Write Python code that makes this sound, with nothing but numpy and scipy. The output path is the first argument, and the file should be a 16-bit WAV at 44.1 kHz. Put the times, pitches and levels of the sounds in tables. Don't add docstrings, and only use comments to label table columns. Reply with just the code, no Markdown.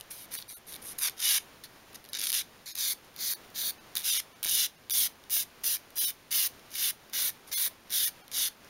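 import sys
import numpy as np
from scipy import signal
from scipy.fft import rfft, irfft
from scipy.io import wavfile
from scipy.ndimage import uniform_filter1d, minimum_filter1d, map_coordinates

SR = 44100
rng = np.random.default_rng(int(sys.argv[2]) if len(sys.argv) > 2 else 0)


def boost_factor(decibels):
    exponent = np.asarray(decibels, float) / 20
    return 10 ** exponent


def output_pcm(signal):
    pcm = np.clip(np.atleast_2d(signal).T, -1, 1) * 32767
    wavfile.write(sys.argv[1], SR, np.round(pcm).astype(np.int16))


N = 383229

# hz, level_db
HISS_HZ_DB = [(20, -3), (120, 0.5), (260, 1), (430, 0), (1260, -3), (3000, -7), (7000, -13), (10500, -15.5),
              (15700, -16.5)]
# time_s, peak_db
SNAPS = [(0.987, -22), (1.0152, -25), (1.0776, -23), (1.0967, -21), (1.201, -23), (2.1328, -14.5),
         (2.1512, -17.5), (2.169, -22), (2.1918, -21), (2.196, -19), (2.2275, -23), (2.2395, -11.5),
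         (2.2697, -12), (2.2974, -12.5), (2.3026, -9), (2.319, -11), (2.3282, -10.5), (2.351, -26),
         (2.7545, -20.5), (3.954, -11.5), (3.9701, -11.5), (4.4296, -13.5), (4.447, -11.5), (4.8979, -16),
         (4.9082, -14.5), (5.3142, -26), (5.367, -14), (5.6422, -15), (6.32, -31), (7.3022, -22),
         (0.001, -34), (0.0099, -26.5), (0.388, -20.5), (0.42, -34), (1.1785, -33), (1.9311, -38),
         (1.9455, -34), (2.042, -34), (2.051, -31.5), (2.06, -38), (2.089, -30.5), (2.12, -42),
         (3.047, -41), (3.142, -41), (3.163, -28.5), (3.446, -44), (3.503, -37), (5.239, -38), (5.298, -23),
         (5.905, -35.5), (6.3078, -24.5), (6.595, -39), (6.755, -20), (7.0983, -36), (7.1284, -32),
         (7.897, -33), (8.2804, -33.5), (8.646, -39)]
# start_s, end_s, grain_count, typical_peak_db
CRACKLES = [
    (.391, .43, 5, -30),
    (.72, .77, 7, -28),
    (1.072, 1.082, 2, -20),
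    (2.205, 2.255, 5, -19),
    (2.333, 2.348, 2, -16),
    (3.963, 3.985, 4, -15),
    (3.988, 4.03, 6, -26),
    (4.432, 4.5, 11, -17),
    (4.91, 4.915, 1, -17.5),
]
# start_s, end_s, pressure_db, landing_rel_db, gather_s
RUBS = [(0.104, 0.262, -57.5, 6, 0.022), (0.309, 0.356, -44.5, -9.5, 0.028),
        (0.356, 0.431, -55.5, 5.5, .02), (0.482, 0.587, -64, 17, 0.054), (0.668, 0.764, -56, -5, 0.016),
        (0.816, 0.934, -55, -12, 0.044), (1.636, 1.662, -45, 2, .01), (1.945, 1.961, -46, -12, 0.0082),
        (2.129, 2.315, -36, -7, 0.15), (2.658, 2.729, -43.5, -3.5, .03), (3.953, 4.03, -48.5, 8.5, 0.06),
        (7.473, 7.513, -64.5, 5, .02)]
# start_s, end_s, pressure_db, landing_rel_db, gather_s
STROKES = [(0.982, 1.089, -35, -16, .05), (1.166, 1.385, -31, -24.5, 0.051),
           (2.332, 2.422, -33.5, -4, 0.01), (2.752, 2.935, -35.5, -13.5, 0.032),
           (3.161, 3.338, -37.5, -24, 0.033), (3.543, 3.71, -36.5, -14, 0.022),
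           (4.029, 4.204, -34, -18, 0.018), (4.431, 4.671, -31.5, -19, 0.073),
           (4.904, 5.075, -35, -8, 0.036), (5.302, 5.439, -38.5, -9, 0.019),
           (5.636, 5.77, -38.5, -7.5, 0.013), (5.957, 6.113, -38.5, -10, 0.028),
           (6.31, 6.478, -35.5, -4, 0.031), (6.702, 6.911, -35.5, -22, 0.062),
           (7.132, 7.302, -36, -5, 0.02), (7.515, 7.685, -37.5, -10.5, 0.0073),
           (7.902, 8.094, -34.5, -14, 0.024), (8.316, 8.487, -34.5, -11, 0.037)]
# grit_fizz_db, paper_ring_db, low_stick_mode_db, high_stick_mode_db
GRIPS = [(10.5, 1, 1, -1.5), (10.5, 0.5, -1, -3), (6.5, -2, -8.5, 2), (12.5, 0, -15, -1.5), (9, 0, -16, -2),
         (16, 5, -6, -12), (-3, -5.5, -5, 6), (5.5, 2, 2, 1), (1.5, 0.5, -5.5, -4), (-1.5, 0, -17, 9),
         (5, -2, -13, -6), (9, 2.5, -2.5, 1.5), (10.5, 3, 0, -4), (4.5, 1.2, 0.2, -8), (3.5, -0.5, -2, -16),
         (4, 1.5, -12, 1.5), (4, 1.5, -11, 5.5), (3.5, -2.5, -26, 2.5), (5, 1.5, -0.5, -15),
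         (6, 0.8, -2, -19), (8.5, 2, -3, -8), (11, 3.5, 0.5, -8), (10.3, 3, 0, -7), (10.5, 1.7, 0.5, -9),
         (9, 2, 3.5, 0.5), (6, 1.5, 1, -5), (6.5, 0, -4.5, -4), (8, -0.5, -8, -2), (6, -0.5, -4, -2.5),
         (4.5, 1.2, -6, -6)]
# fizz_top_db, fizz_gain_by_end_db, lift_off_rel_db, pen_body_db
WRISTS = [(-4, -1, -8, 3), (-2, 7, -4, 3), (0, -2, -14, 0), (-8, 13, -10, 0.3), (-8, -10, -15, 6),
          (-12, -3, -11, 3), (0.1, 0.1, -9, -5), (-6, 0.1, -5.5, -2), (-5, 16, -17, -2.5),
          (-2, -5, -7, -2.5), (-1, 5, -31, 1), (-6, -5, -4, 2), (-6, -17, -7.5, 6.5), (-7, 1, -8.5, 1),
          (-7, -2, -13.5, -2), (-1, 5, -9, -2.8), (3, 8, -5.5, -2), (2.5, 6.5, -6, -3.5),
          (-4.5, -2.5, -5, -2.1), (-1, -8.5, -18, -3), (0.5, -3.5, -7, -2.7), (2.5, -4, -15, -1.7),
          (1.5, -1, -10, -1), (3.5, -2.5, -13.5, 0), (2.5, 0, -13.5, 0), (0.5, 4, -6.5, 1.5),
          (1, 7.5, -13.5, 1.5), (3, 8.5, -14, 2.5), (1.5, 0.5, -12.5, -1), (-3.5, 1, -12, -2.2)]
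# at_speed_db, extra_landing_db, extra_lifting_db
PAPER_MIX_DB = (-0.3, 1.5, 3.5)
FIZZ_MIX_DB = (0.1, 0.5, 1)
PEN_MIX_DB = (-10, 6.5, 11)
# centre_hz, width_hz, level_db
STICK_MODES = [(2955, 620, -0.5), (3722, 1110, 1.5), (4410, 850, 0)]
PAPER_MODES = [(4994, 1020, -1), (5990, 2200, 0), (7300, 2130, -9.5)]
GRIT_MODES = [(9330, 2960, 1), (10870, 5000, 5.5), (12320, 1100, 4), (14200, 5300, -8.5), (14640, 2660, 5)]
PEN_MODES = [(1030, 440, -11), (1745, 910, -1.5), (2248, 700, 1)]
# start_s, length_s
LOST = [(0.37, 0.018), (0.48, 0.02), (0.536, 0.034), (2.092, .016), (2.715, 0.024), (3.342, 0.023),
        (3.783, 0.023), (4.104, 0.019), (4.175, 0.021), (4.331, 0.024), (4.759, 0.02), (4.915, 0.021),
        (5.986, 0.025), (6.048, 0.031), (7.539, 0.038), (8.053, 0.019), (8.215, 0.027)]
# centre_hz, width_hz, depth_0_to_1
DIPS = [
    (5530, 280, .85),
    (2820, 260, 0.25),
]
# time_s, level_db
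KNOCKS = [
    (4.458, -14.5),
    (5.3676, -18.5),
]

EDGE_HZ = 15790


def evened(x):
    return x / np.sqrt(np.mean(x ** 2) + 1e-20)


def slow(size):
    noise = rng.standard_normal(N)
    return evened(uniform_filter1d(uniform_filter1d(noise, size), size))


def hiss(level_db=-55):
    hz = np.fft.rfftfreq(N, 1 / SR)
    colour_hz, colour_db = np.transpose(HISS_HZ_DB)
    noise = rng.standard_normal(N) * boost_factor(0.52 * slow(size=60) + 1.47 * slow(size=4000))
    colour = boost_factor(np.interp(np.log(hz + 1), np.log(colour_hz + 1), colour_db))
    return boost_factor(level_db) * evened(irfft(rfft(noise) * colour, N))


def grains(crackle_spread_db=1.5):
    rows = SNAPS
    for start_s, end_s, count, typical_db in CRACKLES:
        count = round(count)
        jitter, size = rng.random(count), rng.standard_normal(count)
        times_s = start_s + (end_s - start_s) * (np.arange(count) + 0.45 * jitter) / count
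        rows = rows + list(zip(times_s, typical_db + crackle_spread_db * size))
    return rows


def snaps():
    push, rows = np.zeros((4, N + 200)), grains()
    t = np.arange(200) / SR
    for (time_s, peak_db), rattle in zip(rows, rng.standard_normal((len(rows), 4, 200))):
        burst = 0.3 * rattle * np.exp(-t / 0.00043) + (t == 0)
        push[:, round(time_s * SR):][:, :200] += boost_factor(peak_db) * burst
    body_db = np.array([[-1.5], [-3], [3], [-11]])
    return push[:, :N] * boost_factor(body_db)


def ring(x, modes, grip_db):
    hz = np.fft.rfftfreq(1024, 1 / SR)
    power = 0
    for (centre_hz, width_hz, level_db), extra_db in zip(modes, grip_db):
        power = power + boost_factor(level_db + extra_db) ** 2 / (1 + (2 * (hz - centre_hz) / width_hz) ** 2) ** 3
    cepstrum = irfft(np.log(power) / 2)
    cepstrum[1:512] *= 2
    cepstrum[513:] = 0
    kernel = irfft(np.exp(rfft(cepstrum)))
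    return signal.oaconvolve(x, kernel / np.linalg.norm(kernel))[:len(x)]


def bodies(push):
    low_paper_share = 0.2
    pen_low_share = 1
    rows, out = sorted(zip(RUBS + STROKES, GRIPS, WRISTS)), np.zeros(N)
    middles = [round((one[0][1] + following[0][0]) / 2 * SR) for one, following in zip(rows, rows[1:])]
    borders = [0] + middles + [N]
    lags = rng.uniform(25, 110, (len(rows), 2, 1))
    for a, b, lag, (_, grip, wrist) in zip(borders, borders[1:], lags, rows):
        *_, low_db, high_db = grip
        top_db, *_, pen_db = wrist
        grips_db = ((low_db, 0, high_db), (low_paper_share * low_db, 0, 0),
                    (0, 0, top_db / 2, top_db, top_db), (pen_low_share * pen_db, 0, 0))
        modes = STICK_MODES, PAPER_MODES, GRIT_MODES, PEN_MODES
        direct = sum(ring(p[a:b], m, g) for p, m, g in zip(push, modes, grips_db))
        late = np.arange(b - a) - lag * (1 + .35 * (np.linspace(0, 1, b - a) - .5))
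        echoes = [map_coordinates(direct, [n], order=3) for n in late]
        out[a:b] = 0.87 * direct + 0.215 * (echoes[0] - echoes[1])
    return out


def room(x, t60_s=0.154):
    t = np.arange(SR // 3) / SR
    tail = rng.standard_normal(len(t)) * boost_factor(-60 * t / t60_s) * (t > .002)
    tail = signal.lfilter([1], [1, -.25], tail)
    return signal.fftconvolve(x, tail / np.linalg.norm(tail))[:N]


def spill(x, jump_db=14, open_s=0.012, level_db=-7):
    power_db = 10 * np.log10(uniform_filter1d(x ** 2, size=128) + 1e-12)
    before_db = -minimum_filter1d(-power_db, size=600, origin=299)
    jump = (power_db[150:] - before_db[:-150] > jump_db) * 1.
    held = signal.oaconvolve(jump, np.ones(round(open_s * SR)))[:N]
    gate = uniform_filter1d(np.minimum(held, 1), size=100)
    top = signal.oaconvolve(x, signal.firwin(511, EDGE_HZ, pass_zero=False, fs=SR), "same")
    return boost_factor(level_db) * gate * top


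def stroke_controls():
    gather_power = 1.7
    lift_s, drag_s = 0.012, 0.048
    uneven_run, uneven_land, uneven_lift = 0.25, 1, 0.56
    paper_fade_db = -3
    controls, contact = np.zeros((5, N)), np.zeros(N)
    for stroke, grip, wrist in zip(RUBS + STROKES, GRIPS, WRISTS):
        start_s, end_s, press_db, land_db, gather_s = stroke
        fizz_db, paper_db, *_ = grip
        _, gained_db, lift_db, pen_db = wrist
        on = slice(max(round(start_s * SR) - 100, 0), round(end_s * SR) + 100)
        t = np.clip(np.arange(on.start, on.stop) / SR, start_s, end_s)
        landing = np.exp(-((t - start_s) / gather_s) ** gather_power)
        lifting = np.exp((t - end_s) / lift_s)
        along = (t - start_s) / (end_s - start_s) - .5

        def mix(run, land, lift):
            return run + land * landing + lift * lifting

        controls[:, on] = [
            mix(press_db, land_db, lift_db),
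            paper_db + mix(*PAPER_MIX_DB) + paper_fade_db * along,
            fizz_db + mix(*FIZZ_MIX_DB) + gained_db * along,
            pen_db + mix(*PEN_MIX_DB),
            mix(uneven_run, uneven_land * min(gather_s / drag_s, 1), uneven_lift)]
        contact[round(start_s * SR):round(end_s * SR)] = 1
    return *controls, uniform_filter1d(contact, size=160)


def scrape(catch_ms=0.37):
    stick_db, paper_db, fizz_db, pen_db, uneven, contact = stroke_controls()
    uneven = np.clip(uneven, 0, 1.6)
    chance = np.repeat(rng.standard_normal(N // 12 + 1), 12)[:N].clip(-3, 3)
    power = np.exp(2 * uneven * chance - 2 * uneven ** 2)
    decay = np.exp(-1000 / (catch_ms * SR))
    bursts = np.sqrt(signal.lfilter([1 - decay], [1, -decay], power))
    catches = bursts * contact * boost_factor(stick_db + 0.27 * slow(size=150))
    return np.array([catches * boost_factor(db + 0.76 * slow(size=500)) * rng.standard_normal(N)
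                     for db in (0, paper_db, fizz_db, pen_db)])


def prolonged(past, count, size=13):
    z = rfft(past * np.hanning(len(past)), 8192)
    tops = signal.find_peaks(abs(z), distance=65)[0]
    weight = abs(z) * (np.arange(len(z)) + 50) ** .2
    tops = tops[np.argsort(-weight[tops])[:size]]
    n = np.arange(count)[:, None] + len(past)
    tones = (abs(z[tops]) * np.cos(2 * np.pi * tops * n / 8192 + np.angle(z[tops]))).sum(1)
    return evened(tones) * np.std(past) * boost_factor(2.0 - 70 * np.arange(count) / SR)


def mended(x, size=224):
    out = x.copy()
    for start_s, length_s in LOST:
        a, b = round(start_s * SR), round((start_s + length_s) * SR)
        fade = np.linspace(0, np.pi / 2, b - a)
        before = prolonged(x[a - size:a], count=b - a)
        after = prolonged(x[b:b + size][::-1], count=b - a)[::-1]
        bridge = np.cos(fade) * before + np.sin(fade) * after
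        share = 0.84 * signal.windows.tukey(b - a, min(0.0086 / length_s, 1))
        out[a:b] = share * bridge + (1 - share) * x[a:b]
    return out


def pointing(x, from_s=2.55, to_s=3.85):
    out, on = x.copy(), slice(round(from_s * SR), round(to_s * SR))
    for hz, width_hz, depth in DIPS:
        peak = signal.lfilter(*signal.iirpeak(hz, hz / width_hz, SR), out[on])
        out[on] -= np.clip(depth, 0, 1) * peak
    return out


def knocks():
    out, t = np.zeros(N), np.arange(200) / SR
    for time_s, level_db in KNOCKS:
        out[round(time_s * SR):][:200] += boost_factor(level_db) * (t / 0.00019) * np.exp(-t / 0.000096)
    return out


def scene():
    near = pointing(bodies(scrape() + snaps())) + knocks()
    return (near + boost_factor(-15.0) * room(near) + hiss())[None]


def low_pass(x):
    return signal.sosfilt(signal.butter(12, 17060, fs=SR, output="sos"), x)


def record(dry):
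    hz = np.fft.rfftfreq(8192, 1 / SR)
    edge = np.where(hz < EDGE_HZ, 1, boost_factor(-55 - .03 * (hz - EDGE_HZ)))
    band = signal.firwin2(2047, hz, edge * (hz < SR / 2), fs=SR)
    notch_hz, notch_q = 7875, 6.5
    x = signal.lfilter(*signal.iirnotch(notch_hz, notch_q, SR), dry[0])
    x = mended(signal.oaconvolve(x, band, "same") + spill(x))
    return low_pass(x[None])


dry = scene()
out = record(dry)
output_pcm(out)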